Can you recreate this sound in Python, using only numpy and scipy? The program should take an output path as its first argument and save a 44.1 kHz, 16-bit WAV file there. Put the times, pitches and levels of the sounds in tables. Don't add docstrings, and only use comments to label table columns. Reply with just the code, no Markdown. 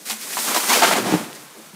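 import sys
import numpy as np
from scipy import signal
from scipy.fft import rfft, irfft
from scipy.io import wavfile
from scipy.ndimage import uniform_filter1d

SR = 44100
rng = np.random.default_rng(int(sys.argv[2]) if len(sys.argv) > 2 else 0)


def nominal_scale(level):
    x = np.asarray(level, float) / 20
    return 10 ** x


def master_out(mix):
    frames = np.transpose(np.atleast_2d(mix))
    ceiling = np.clip(frames, -1, 1)
    pcm = np.round(ceiling * 32767).astype(np.int16)
    wavfile.write(sys.argv[1], SR, pcm)


N = 77175
BURST_N = 8192
LEAF_PER_S, LEAF_SCATTER_DB = 16000, 3
BREAK_PER_S, BREAK_SCATTER_DB = 5000, 3.5


def unit(x):
    return x / np.sqrt(np.mean(x ** 2) + 1e-20)


def band(x, hz, share):
    q = 1 / np.clip(share, .05, 1.5)
    return signal.lfilter(*signal.iirpeak(min(hz, .4 * SR), q, fs=SR), x)


def colour(x, points):
    corner_hz, corner_db = np.transpose(points)
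    f = np.maximum(np.arange(1025) * SR / 2048, 1)
    shape_db = np.interp(np.log(f), np.log(corner_hz), corner_db)
    cepstrum = irfft(shape_db * np.log(10) / 20)
    cepstrum[1:1024] *= 2
    cepstrum[1025:] = 0
    response = irfft(np.exp(rfft(cepstrum)))
    return unit(signal.fftconvolve(x, response)[:len(x)])


def ticks(size, per_s, scatter_db):
    chance, side, strength = rng.random((size, 3)).T
    struck = chance < per_s / SR
    excess = np.minimum(-np.log(1 - strength), 2.2)
    return unit(struck * np.sign(side - .5) * nominal_scale(scatter_db * excess))


def walk(rate):
    k = int(SR / rate)
    w = rng.standard_normal(N)
    return unit(uniform_filter1d(uniform_filter1d(w, k), k))


def shaped(x, length, release):
    t = np.arange(BURST_N) / SR
    attack = np.minimum(t / 0.0022, 1)
    sag = nominal_scale(-2 * np.minimum(t / length, 1))
    env = attack * sag * np.exp(-np.maximum(t - length, 0) / release)
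    return env * x * np.sqrt(np.sum(env ** 2) / np.sum((env * x) ** 2))


def add(out, s, x):
    i = int(s * SR)
    out[i:i + len(x)] += x[:N - i]


# (frequency [Hz], density [dB per Hz])
BUSH_SPECTRUM = [(35, -7), (110, -19), (283, -1.5), (1850, -11.5), (2820, -11.5), (3570, -8.5), (7930, -21),
                 (15300, -20), (16400, -27)]


def bush():
    return colour(rng.standard_normal(N), BUSH_SPECTRUM) * nominal_scale(-52 + 0.24 * walk(5.4))


def echo(fall):
    t60_s, start_s, level_db = 0.65, 0.01, -15.5
    t = np.arange(SR) / SR
    tail = rng.standard_normal(SR) * nominal_scale(-60 * t / t60_s) * np.clip(t / start_s, 0, 1)
    tail = signal.lfilter(*signal.butter(1, [300, 5350], "band", fs=SR), tail)
    tail = tail / np.sqrt(np.sum(tail ** 2))
    return nominal_scale(level_db) * signal.fftconvolve(fall, tail)[:N]


# (time [s], level [dB])
SOIL = [(0, -63), (.45, -56), (.7, -58), (.95, -39), (1.12, -28), (1.25, -43.5), (1.5, -54), (1.75, -56)]


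def rumble():
    time, level = np.transpose(SOIL)
    x = unit(band(band(rng.standard_normal(N), 102, 1.0), 102, 1.0))
    return x * nominal_scale(np.interp(np.arange(N) / SR, time, level) + 2.3 * walk(14))


# (centre time [s], half length [s], gain change [dB])
LULLS = [(1.047, 0.0058, -1.5), (0.96, 0.0046, -3), (.812, 0.0058, -1.5), (.947, 0.0058, -3),
         (.897, 0.0034, -2), (0.75, .008, 0), (.557, .003, -2), (1.9, .015, 1), (1.51, 0.035, -3)]


def lull():
    t = np.arange(N) / SR
    return nominal_scale(sum(db * np.exp(-.5 * ((t - s) / half) ** 2) for s, half, db in LULLS))


# (time [s], level [dB], share of heavier wood [dB])
RAKE = [(0.0, -44.5, -7), (0.048, -44.5, -17), (0.062, -32, -41), (0.106, -27, -9.5), (0.184, -38.5, -15),
        (0.224, -32.5, -33), (0.268, -32.5, -8.5), (0.408, -24.5, -15.5), (0.536, -25, 0), (0.55, -25, -10),
        (0.648, -25.5, -9), (0.74, -19.5, -0.5), (0.788, -24, 4.5), (0.866, -22, 2.5), (1.038, -33.5, 5),
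        (1.12, -32, 7.5), (1.276, -42.5, -0.5), (1.75, -48.5, -1.5)]
# (frequency [Hz], density [dB per Hz])
LEAVES = [(59, -35), (100, -44), (186, -2.5), (744, -5), (2210, 0), (2850, -3), (9030, 2), (15400, -5),
          (16400, -63)]
# (frequency [Hz], density [dB per Hz])
WOOD = [(35, -59), (60, -36), (237, -3), (299, -6), (815, -4), (1050, -3.5), (6790, -17.5), (9190, -21.5),
        (15700, -32)]


def crown():
    t = np.arange(N) / SR
    time, level, wood_share = np.transpose(RAKE)
    leaves = colour(ticks(N, LEAF_PER_S, LEAF_SCATTER_DB), LEAVES)
    dull = signal.lfilter(*signal.butter(2, 7200, fs=SR), leaves)
    leaves = sum(part * nominal_scale(0.6 * walk(34)) for part in (dull, leaves - dull))
    flicker_db = 2.2 * np.interp(t, (1.2, 1.4), (1, .2)) * walk(60)
    wood = colour(ticks(N, 6000, 2), WOOD) * nominal_scale(flicker_db)
    return nominal_scale(np.interp(t, time, level)) * (leaves + nominal_scale(np.interp(t, time, wood_share)) * wood)


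# (time [s], length [s], level [dB], ring [Hz], splinter level
# [dB])
BRANCHES = [(0.098, 0.021, -33.5, 2620, 7), (0.21, 0.0078, -44.5, 2280, 12.5),
            (0.231, 0.014, -54.5, 2040, 18.5), (0.301, 0.029, -41, 2000, -19.5),
            (0.329, 0.0093, -30.5, 2540, -17.5), (0.369, 0.016, -25, 937, -25),
            (0.387, 0.0093, -40, 1500, 15.5), (0.47, 0.039, -27.5, 1130, -1.5),
            (0.543, 0.018, -23.5, 930, 3.5), (0.561, 0.021, -22, 920, 1.5), (0.601, 0.0051, -26, 1140, 0),
            (0.63, 0.011, -26.5, 1280, -4), (0.691, 0.013, -25, 2030, 6.5), (0.698, 0.039, -18.5, 950, -9),
            (0.73, 0.013, -19.5, 2500, 1.5), (0.76, 0.034, -36, 600, 0), (0.817, 0.031, -14.5, 777, -17),
            (0.866, 0.014, -18, 1315, -17), (0.904, 0.028, -21.5, 870, -12), (0.951, 0.022, -20.5, 800, -8),
            (.978, 0.018, -24, 570, -24), (1.056, 0.041, -26, 807, -11), (1.109, 0.04, -25.5, 780, -14),
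            (1.137, 0.0093, -24.5, 1290, -28),
            (0.052, 0.015, -50, 1900, 9), (0.88, 0.025, -39, 800, -17), (1.1, 0.021, -40, 610, -12),
          (1.5, 0.016, -46, 1140, -3), (0.922, 0.012, -23.5, 660, -27), (.91, 0.042, -27.5, 480, -21),
          (.71, 0.05, -23.5, 1380, -11), (1.565, 0.046, -55, 620, -12), (.75, 0.058, -29, 445, 7),
          (.845, 0.043, -25, 404, -20), (.92, 0.035, -33.5, 3000, 3), (.82, 0.036, -19.5, 1380, -14),
          (.541, 0.016, -25, 630, -7), (.63, 0.033, -36, 414, -14),
            (1.348, .012, -43.5, 2000, 1.5), (1.1, 0.0092, -36.5, 1600, -9), (1, 0.014, -40, 1350, -12),
         (0.69, 0.0071, -34, 1600, -4), (.888, .006, -23, 1040, -2), (.77, .008, -21, 520, -12),
         (.095, .03, -36.5, 790, -10), (.371, .012, -27, 980, -25)]


def branches():
    out = np.zeros(N)
    release_s = 0.0097
    for s, length, db, hz, bright_db in BRANCHES:
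        fibres = ticks(BURST_N, BREAK_PER_S, BREAK_SCATTER_DB)
        fine = ticks(BURST_N, LEAF_PER_S, LEAF_SCATTER_DB)
        ring = unit(band(band(fibres, hz, 0.28), hz, 0.7))
        overtone = unit(band(fibres, 1.99 * hz, 0.59))
        limb = shaped(ring + nominal_scale(-1.5) * overtone, length, release_s)
        splinters = shaped(band(fine, 5100, 1.26), length, release_s)
        add(out, s, nominal_scale(db) * (limb + nominal_scale(bright_db) * splinters))
    return out


# (time [s], peak level [dB], ring [Hz])
SNAPS = [(0.099, -9, 5600), (0.1105, -12, 3500), (0.563, -7.5, 1080), (0.83, -12, 1440), (1.601, -37, 500),
         (0.37, -12.5, 1000), (.378, -18.5, 1040), (0.55, -15, 1100), (.5715, -11.5, 800),
         (.602, -15.5, 1030), (.059, -31, 3000), (0.7372, -5, 2350), (.742, -11.5, 2200), (.772, -13, 740),
         (0.8239, -4.5, 960), (.838, -3.5, 730), (.891, -10, 1050), (0.914, -13, 820), (0.936, -7.5, 2600),
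         (.956, -16, 790), (.982, -11, 510), (1.0624, -17, 420), (1.112, -17, 700), (1.33, -24.5, 3000),
         (1.2125, -26, 500), (1.3, -35, 370), (.483, -14.5, 1470), (.3355, -21, 2400), (.519, -18, 1080),
         (.105, -19.5, 1200), (0.13, -17, 2200), (.911, -10.5, 960), (.7005, -12, 890)]


def snaps():
    out = np.zeros(N)
    for s, db, hz in SNAPS:
        x = band(band(signal.unit_impulse(2048), hz, 0.89), hz, 0.89)
        add(out, s, nominal_scale(db) * x / np.abs(x).max())
    return out


# (time [s], length [s], level [dB], ring [Hz])
THUDS = [(.003, 0.022, -47, 259), (.065, 0.055, -46.5, 300), (0.241, 0.095, -46.5, 340),
         (.386, 0.019, -38.5, 266), (.477, 0.021, -38, 230), (.56, 0.024, -30, 300),
         (.719, 0.072, -49, 238), (.865, 0.1, -29, 236), (.976, 0.078, -26.5, 300),
         (1.057, 0.037, -23.5, 330), (1.121, 0.015, -26, 330), (1.147, 0.013, -28, 402),
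         (1.165, 0.019, -39, 250), (1.185, 0.036, -34, 228), (1.258, 0.015, -41, 300),
         (1.338, 0.024, -46, 280), (1.42, 0.017, -50, 263), (1.546, 0.018, -45.5, 420),
         (1.565, 0.042, -46, 377), (1.736, .03, -51, 220)]


def thuds():
    out = np.zeros(N)
    for s, length, db, hz in THUDS:
        x = band(band(ticks(BURST_N, 1500, BREAK_SCATTER_DB), hz, 0.63), hz, 1)
        add(out, s, nominal_scale(db) * shaped(x, length, 0.0081))
    return out


# (time [s], length [s], level [dB], pitch [Hz], sag [share of pitch per s])
GROANS = [(.113, 0.036, -39.5, 231.4, 1.5), (.485, .035, -38.5, 225, 0), (.72, .015, -35, 228.5, 0),
          (.885, 0.048, -36.5, 203, 0), (1.058, 0.062, -27, 194, .5), (1.195, .025, -36, 210, -0.5),
          (1.731, .03, -42, 200, 4), (1.568, 0.017, -44.5, 324, 0), (1.58, .014, -45, 216, -1),
          (.165, 0.026, -49, 219.5, -0.5), (1.015, 0.024, -32.5, 250, 5)]


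def groans():
    out = np.zeros(N)
    t = np.arange(BURST_N) / SR
    for s, length, db, hz, sag in GROANS:
        pitch = hz * (np.exp(-sag * t) + 0.015 * walk(28)[:BURST_N])
        note = np.sin(2 * np.pi * np.cumsum(pitch) / SR)
        add(out, s, nominal_scale(db) * shaped(note, length, 0.021))
    return out


# (time [s], peak level [dB])
LANDING = [
    (1.1238, -5),
    (1.1398, -1),
    (1.1535, -14),
    (1.169, -18),
]
# (frequency [Hz], level [dB], t60 [s])
BODY = [(180, -4, .12), (310, 0, .06), (430, -7, .035), (775, -12, .03), (110, -8, .1)]


def landing():
    out, t = np.zeros(N), np.arange(BURST_N) / SR
    ring = sum(nominal_scale(db - 60 * t / t60) * np.sin(2 * np.pi * hz * t) for hz, db, t60 in BODY)
    for s, db in LANDING:
        add(out, s, nominal_scale(db) * ring / np.abs(ring).max())
    return out


def scene():
    raking = lull() * (crown() + branches() + thuds() + groans())
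    fall = raking + rumble() + snaps() + landing()
    return (fall + echo(fall) + bush())[None]


def band_limit(x):
    return signal.sosfilt(signal.butter(12, 16570, fs=SR, output="sos"), x)


def record(dry):
    ceiling = 1.1
    x = signal.sosfilt(signal.butter(5, 147, "high", fs=SR, output="sos"), dry)
    x = ceiling * np.tanh(x / ceiling)
    x = x + 0.083 * x ** 2
    x = signal.sosfilt(signal.ellip(12, .5, 80, 15740, fs=SR, output="sos"), x)
    x = signal.lfilter(*signal.butter(1, 25, "high", fs=SR), x)
    return band_limit(x)


dry = scene()
out = record(dry)
master_out(out)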